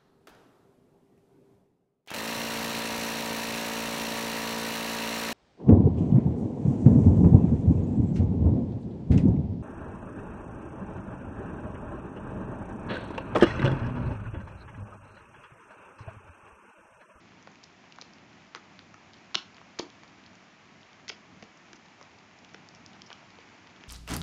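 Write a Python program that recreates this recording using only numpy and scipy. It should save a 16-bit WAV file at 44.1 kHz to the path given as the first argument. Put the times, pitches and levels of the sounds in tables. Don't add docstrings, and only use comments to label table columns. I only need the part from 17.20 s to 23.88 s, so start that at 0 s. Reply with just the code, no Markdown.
import sys
import numpy as np
from scipy import signal
from scipy.fft import rfft, irfft
from scipy.io import wavfile
from scipy.ndimage import map_coordinates

SR = 44100
rng = np.random.default_rng(int(sys.argv[2]) if len(sys.argv) > 2 else 0)


def persist_wave(psi):
    counts = np.round(np.clip(psi, -1, 1) * 32767).astype(np.int16)
    wavfile.write(sys.argv[1], SR, np.atleast_2d(counts).T)


def makeup_ratio(level_db):
    decades = np.asarray(level_db, float) / 20
    return 10 ** decades


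N = 294588


def resonate(x, hz, width_hz):
    r = np.exp(-np.pi * width_hz / SR)
    feedback = [1, -2 * r * np.cos(2 * np.pi * hz / SR), r * r]
    return signal.lfilter([(1 - r * r) / 2, 0, (r * r - 1) / 2], feedback, x)


def add(out, start_s, sound):
    i = int(start_s * SR)
    out[i:i + len(sound)] += sound[:N - i]


def contacts(rows, splinter_s, splinter_db, crack_db, widen, mode_db=0, mode_width_hz=350):
    out, t = np.zeros(N), np.arange(900) / SR
    chance = rng.standard_normal((len(rows), 900))
    for (start_s, peak_db, snap_hz, width_hz, *modes_hz), noise in zip(rows, chance):
        force = makeup_ratio(splinter_db) * noise * np.exp(-t / splinter_s)
        force[12] = np.sign(noise[0])
        snap = resonate(force, snap_hz, widen * width_hz)
        snap = resonate(snap, snap_hz, widen * width_hz)
        crack = resonate(resonate(force, 3000, 5000), 3000, 5000)
        sound = snap / abs(snap).max() + makeup_ratio(crack_db) * crack / abs(crack).max()
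        for k, mode_hz in enumerate(modes_hz):
            ring = resonate(force, mode_hz, mode_width_hz)
            sound += makeup_ratio(mode_db - 3 * k) * ring / abs(ring).max()
        add(out, start_s - .0004, makeup_ratio(peak_db) * sound / abs(sound).max())
    return out


def gripped(ticks, antler_hz):
    rows = []
    for start_s, peak_db, tooth_hz in ticks:
        snap_hz = tooth_hz + 0.19 * (antler_hz - tooth_hz)
        width_hz = 700 + 0.96 * abs(antler_hz - tooth_hz)
        rows.append((start_s, peak_db, snap_hz, width_hz, tooth_hz, antler_hz))
    return rows


def tooth_ticks():
    # start_s, peak_db, tooth_hz
    base_ticks = [(.2269, -38.5, 6000), (.433, -42, 4470), (.9356, -39.5, 4560), (2.5969, -24, 3620),
                  (2.605, -36, 2370), (2.6088, -33, 2370), (3.0631, -36.5, 4770), (3.6317, -42, 2760),
                  (3.8888, -29, 5220), (3.894, -25, 5100), (4.239, -39, 6000), (5.5496, -35, 5400),
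                  (5.8194, -27, 5200), (5.8666, -45, 5340), (5.9037, -37.5, 2850), (6.4726, -39, 2080),
                  (6.5627, -39, 2000), (6.6106, -41, 2200), (6.6383, -34.5, 2570)]
    # start_s, peak_db, tooth_hz
    shaft_ticks = [(.2732, -40.5, 2430), (.3569, -40, 2580), (.4416, -31.5, 5630), (.7236, -34, 2880),
                   (.7609, -39, 6380), (.8139, -26.5, 5230), (.8221, -32, 2550), (.9844, -41.5, 2930),
                   (1.3493, -24, 2720), (1.592, -34, 3520), (1.9345, -39.5, 3700), (1.9421, -40, 3140),
                   (2.1456, -18, 3380), (2.1507, -23, 2950), (2.368, -39, 3250), (3.0388, -45, 3190),
                   (3.7314, -41, 3170), (5.2931, -46, 3600), (6.1049, -42, 2960), (6.1873, -39, 3100)]
    # start_s, peak_db, tooth_hz
    neck_ticks = [(.7859, -40.5, 2070), (1.3585, -45, 2000), (1.7427, -36, 2370), (2.702, -36.5, 3700),
                  (2.835, -37, 2460), (3.8812, -26.5, 4280), (4.2255, -30.5, 2180), (4.5317, -31.5, 3350),
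                  (5.2476, -37.5, 3280), (5.3461, -32, 1920), (5.9152, -45, 3070), (5.9292, -26.5, 3120)]
    # start_s, peak_db, tooth_hz
    tip_ticks = [
        (.4386, -32, 5560),
        (.8199, -33, 5090),
        (2.5928, -18.5, 4550),
        (3.8917, -24, 5100),
        (4.8274, -37.5, 5260),
        (5.4884, -32, 5270),
        (5.6625, -29.5, 5300),
    ]
    rows = gripped(base_ticks, antler_hz=3230) + gripped(shaft_ticks, antler_hz=4270)
    rows += gripped(neck_ticks, antler_hz=5520) + gripped(tip_ticks, antler_hz=6260)
    return contacts(rows, splinter_s=.0012, splinter_db=-18, crack_db=-10, widen=1.5,
                    mode_db=-1, mode_width_hz=520)


def splinter_breaks():
    # start_s, peak_db, snap_hz, snap_width_hz, first_mode_hz, second_mode_hz
    breaks = [
        (2.1539, -5, 3400, 1250, 2950, 5200),
        (3.9175, -34, 3700, 2400, 3030, 5170),
    ]
    return contacts(breaks, splinter_s=.001, splinter_db=-24, crack_db=-12, widen=1.5,
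                    mode_db=-5, mode_width_hz=430)


def hollow_knocks():
    # start_s, peak_db, snap_hz, snap_width_hz
    knocks = [(0.2738, -34, 804, 580), (0.786, -32, 970, 670), (0.8205, -40.5, 735, 1250),
              (1.3492, -30, 1060, 534), (1.3587, -35.5, 950, 790), (1.5919, -39, 1480, 1050),
              (1.743, -37.5, 1230, 370), (2.1462, -24, 1000, 620), (2.1538, -21, 1220, 1140),
              (2.3821, -38, 1780, 1210), (2.4152, -38, 630, 1190), (2.5887, -28, 990, 1200),
              (2.5968, -24.5, 375, 402), (2.8343, -41.5, 1060, 610), (3.8814, -34, 1920, 590),
              (3.8989, -25.5, 1320, 1160), (4.2268, -37, 760, 1450), (4.5316, -36, 1420, 1040),
              (4.8129, -37, 575, 735), (5.3457, -31.5, 970, 1090), (5.9036, -37.5, 714, 597),
              (5.916, -37, 1120, 540), (6.0297, -44.5, 650, 680), (6.1874, -45, 520, 500),
              (6.6106, -50, 1880, 1170), (6.6383, -37, 1080, 920)]
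    return contacts(knocks, splinter_s=.0015, splinter_db=-18, crack_db=-22, widen=1.45)


def far_dog_ticks():
    # start_s, peak_db, snap_hz
    far_ticks = [(.0867, -56, 3550), (.316, -49, 6180), (1.1303, -51, 3530), (1.3744, -56, 3730),
                 (1.9685, -51, 3710), (2.345, -46, 4240), (2.878, -48, 3750), (3.0684, -53, 5460),
                 (3.1535, -44.5, 5500), (3.6134, -51, 4830), (4.373, -46, 6100), (4.5575, -48, 5680),
                 (4.6595, -48, 3550), (4.8125, -46, 6200), (4.9864, -47, 3500), (5.1883, -45, 4900),
                 (5.3374, -43, 6010), (5.5584, -46, 5250), (5.7326, -46, 3600), (6.1543, -48, 3630),
                 (6.204, -49.5, 5300)]
    rows = [(start_s, peak_db, snap_hz, 2500) for start_s, peak_db, snap_hz in far_ticks]
    return contacts(rows, splinter_s=.0022, splinter_db=-4.5, crack_db=-10, widen=1.1)


def scrapes():
    # start_s, length_s, rms_db, ring_hz, ring_width_hz
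    skids = [(1.355, 0.019, -50, 1210, 1510), (1.356, 0.0091, -52, 5930, 1500),
             (2.146, 0.01, -32.5, 3970, 3000), (2.1466, 0.0091, -39, 1000, 700),
             (2.5885, 0.0073, -35.5, 4600, 3000), (2.5889, 0.014, -44.5, 2020, 2000),
             (2.597, 0.0045, -45, 5000, 3500), (3.886, 0.015, -40.5, 5200, 1600),
             (3.894, 0.0088, -38.5, 2470, 2000), (4.229, 0.0039, -52, 2000, 3500),
             (4.56, 0.0073, -56.5, 5960, 2000), (5.342, 0.0053, -50, 1410, 1800),
             (5.861, 0.016, -56, 5400, 1300), (5.745, 0.0096, -60, 1100, 900),
             (5.908, 0.015, -52, 1200, 1500), (6.199, 0.017, -57, 1300, 1500)]
    out = np.zeros(N)
    chance = rng.random((len(skids), 2, 1200))
    for (start_s, length_s, rms_db, ring_hz, width_hz), (when, size) in zip(skids, chance):
        slips = (when < 5000 / SR) * np.tan(0.65 * (size - .5))
        slips = slips * (np.arange(1200) < length_s * SR)
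        ring = resonate(resonate(slips, ring_hz, width_hz), ring_hz, width_hz)
        rms = np.sqrt(np.sum(ring ** 2) / (length_s * SR))
        add(out, start_s, makeup_ratio(rms_db) * ring / rms)
    return out


def thumps():
    # start_s, peak_db, pitch_hz
    soft_blows = [(.274, -41.5, 560), (.2745, -38, 1020), (.8215, -43.5, 497), (1.3502, -42.5, 463),
                  (1.36, -43, 350), (2.156, -35, 355), (2.157, -39, 206), (2.599, -28, 1020),
                  (2.622, -43, 410), (3.899, -36, 1600), (3.9, -38, 417), (3.9185, -44, 600),
                  (3.9005, -39, 760), (4.226, -43, 212), (4.227, -39.5, 730), (4.228, -42.5, 457),
                  (4.532, -43.5, 337), (4.813, -41.5, 584), (5.346, -40.5, 453), (5.756, -44, 1116),
                  (6.188, -44.5, 467), (6.639, -48, 407)]
    # pitch_hz, peak_db, t60_s
    slam_modes = [
        (234, -45.5, 0.08),
        (290, -41, .28),
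        (353, -27, .055),
        (440, -33, .025),
    ]
    slam_s, cycles = 2.5962, 13.8
    out, t = np.zeros(N), np.arange(SR // 4) / SR
    blows = [(start_s, db, hz, cycles / hz) for start_s, db, hz in soft_blows]
    blows += [(slam_s, db, hz, t60_s) for hz, db, t60_s in slam_modes]
    for start_s, peak_db, hz, t60_s in blows:
        envelope = makeup_ratio(peak_db - 60 * t / t60_s) * (1 - np.exp(-t / 0.00052))
        add(out, start_s, envelope * np.sin(2 * np.pi * hz * t))
    return out


def grit():
    contacts_per_s, level_db = 77, -52.5
    size_db = level_db + 3.5 * np.minimum(rng.exponential(1, N), 3)
    sizes = makeup_ratio(size_db) * rng.choice([-1, 1], N)
    born = rng.random(N) < contacts_per_s / SR
    dealt = rng.integers(0, 8, N)
    out = np.zeros(N)
    for k, hz in enumerate(np.geomspace(700, 6000, 8)):
        clicks = sizes * born * (dealt == k) + 1e-18
        out += resonate(clicks, hz, .5 * hz) * SR / (np.pi * hz)
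    return out


def muffle(bites):
    return signal.sosfilt(signal.butter(2, 7000, fs=SR, output="sos"), bites)


def room(x):
    # delay_s, level_db
    echoes = [
        (.004, -20),
        (.0095, -31),
        (.018, -30),
        (.0280, -24),
        (.034, -27),
    ]
    # band_hz, t60_s
    tail_bands = [(300, 0.22), (1000, 0.26), (2500, 0.18), (5000, .22), (8000, 0.13)]
    tail_db = -47.5
    t = np.arange(SR // 2) / SR
    response, white = np.zeros(len(t)), rng.standard_normal((2, len(t)))
    for hz, t60_s in tail_bands:
        band = resonate(white[0], hz, 0.99 * hz)
        response += makeup_ratio(tail_db - 60 * t / t60_s) * band / band.std() * (1 - np.exp(-t / 0.018))
    for delay_s, level_db in echoes:
        response += makeup_ratio(level_db - 16) * white[1] * np.exp(-np.abs(t - delay_s) / .0012)
    return signal.fftconvolve(x, response)[:N]


def colour(x, points):
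    table_hz, table_db = np.transpose(points)
    hz = np.fft.rfftfreq(len(x), 1 / SR)
    gain_db = np.interp(np.log(hz + 1), np.log(table_hz), table_db)
    return irfft(rfft(x) * makeup_ratio(gain_db), len(x))


def drift(rate_hz):
    knots = rng.standard_normal(400)
    return map_coordinates(knots, [np.arange(N) / SR * min(rate_hz, 50)], order=3)


def house():
    # pitch_hz, density_db (dB per Hz)
    spectrum = [(20, -33), (48, -19.5), (64, -21.5), (100, -6), (125, -11), (190, -3.5), (260, -7),
                (330, -8), (500, -15.5), (680, -9.5), (1500, -13.5), (2300, -12), (3800, -22.5),
                (9500, -25)]
    # time_s, level_db
    bustle = [(0.0, -1.5), (0.9, -0.04), (1.7, -0.4), (2.6, 1), (3.3, -.4), (5.3, 0.5), (5.95, 1.5),
              (6.68, 0.6)]
    bustle_db = np.interp(np.arange(N) / SR, *np.transpose(bustle))
    noise = colour(rng.standard_normal(N), spectrum)
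    rumble = signal.sosfiltfilt(signal.butter(2, 400, fs=SR, output="sos"), noise)
    hiss = noise - rumble
    rumble_gain = makeup_ratio(-61 + 0.37 * bustle_db + 1.7 * drift(6))
    hiss_gain = makeup_ratio(-57 + bustle_db + .4 * drift(12))
    return rumble_gain * rumble / rumble.std() + hiss_gain * hiss / hiss.std()


def scene():
    bites = tooth_ticks() + splinter_breaks() + hollow_knocks() + far_dog_ticks()
    bites += scrapes() + thumps() + grit()
    bites = muffle(bites)
    return (bites + room(bites) + house())[None]


def roll_off(x):
    return signal.sosfilt(signal.butter(12, 8920, fs=SR, output="sos"), x)


def record(dry):
    # pitch_hz, gain_db
    response = [(25, -9), (45, 0.5), (5500, 0), (7000, -2.5), (7600, -16), (7950, -23.5), (8050, -56),
                (8250, -23), (8700, -27.5), (9000, -50), (9300, -75), (20000, -85)]
    mix = colour(dry[0], response)[None]
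    return roll_off(mix)


dry = scene()
out = record(dry)
persist_wave(out)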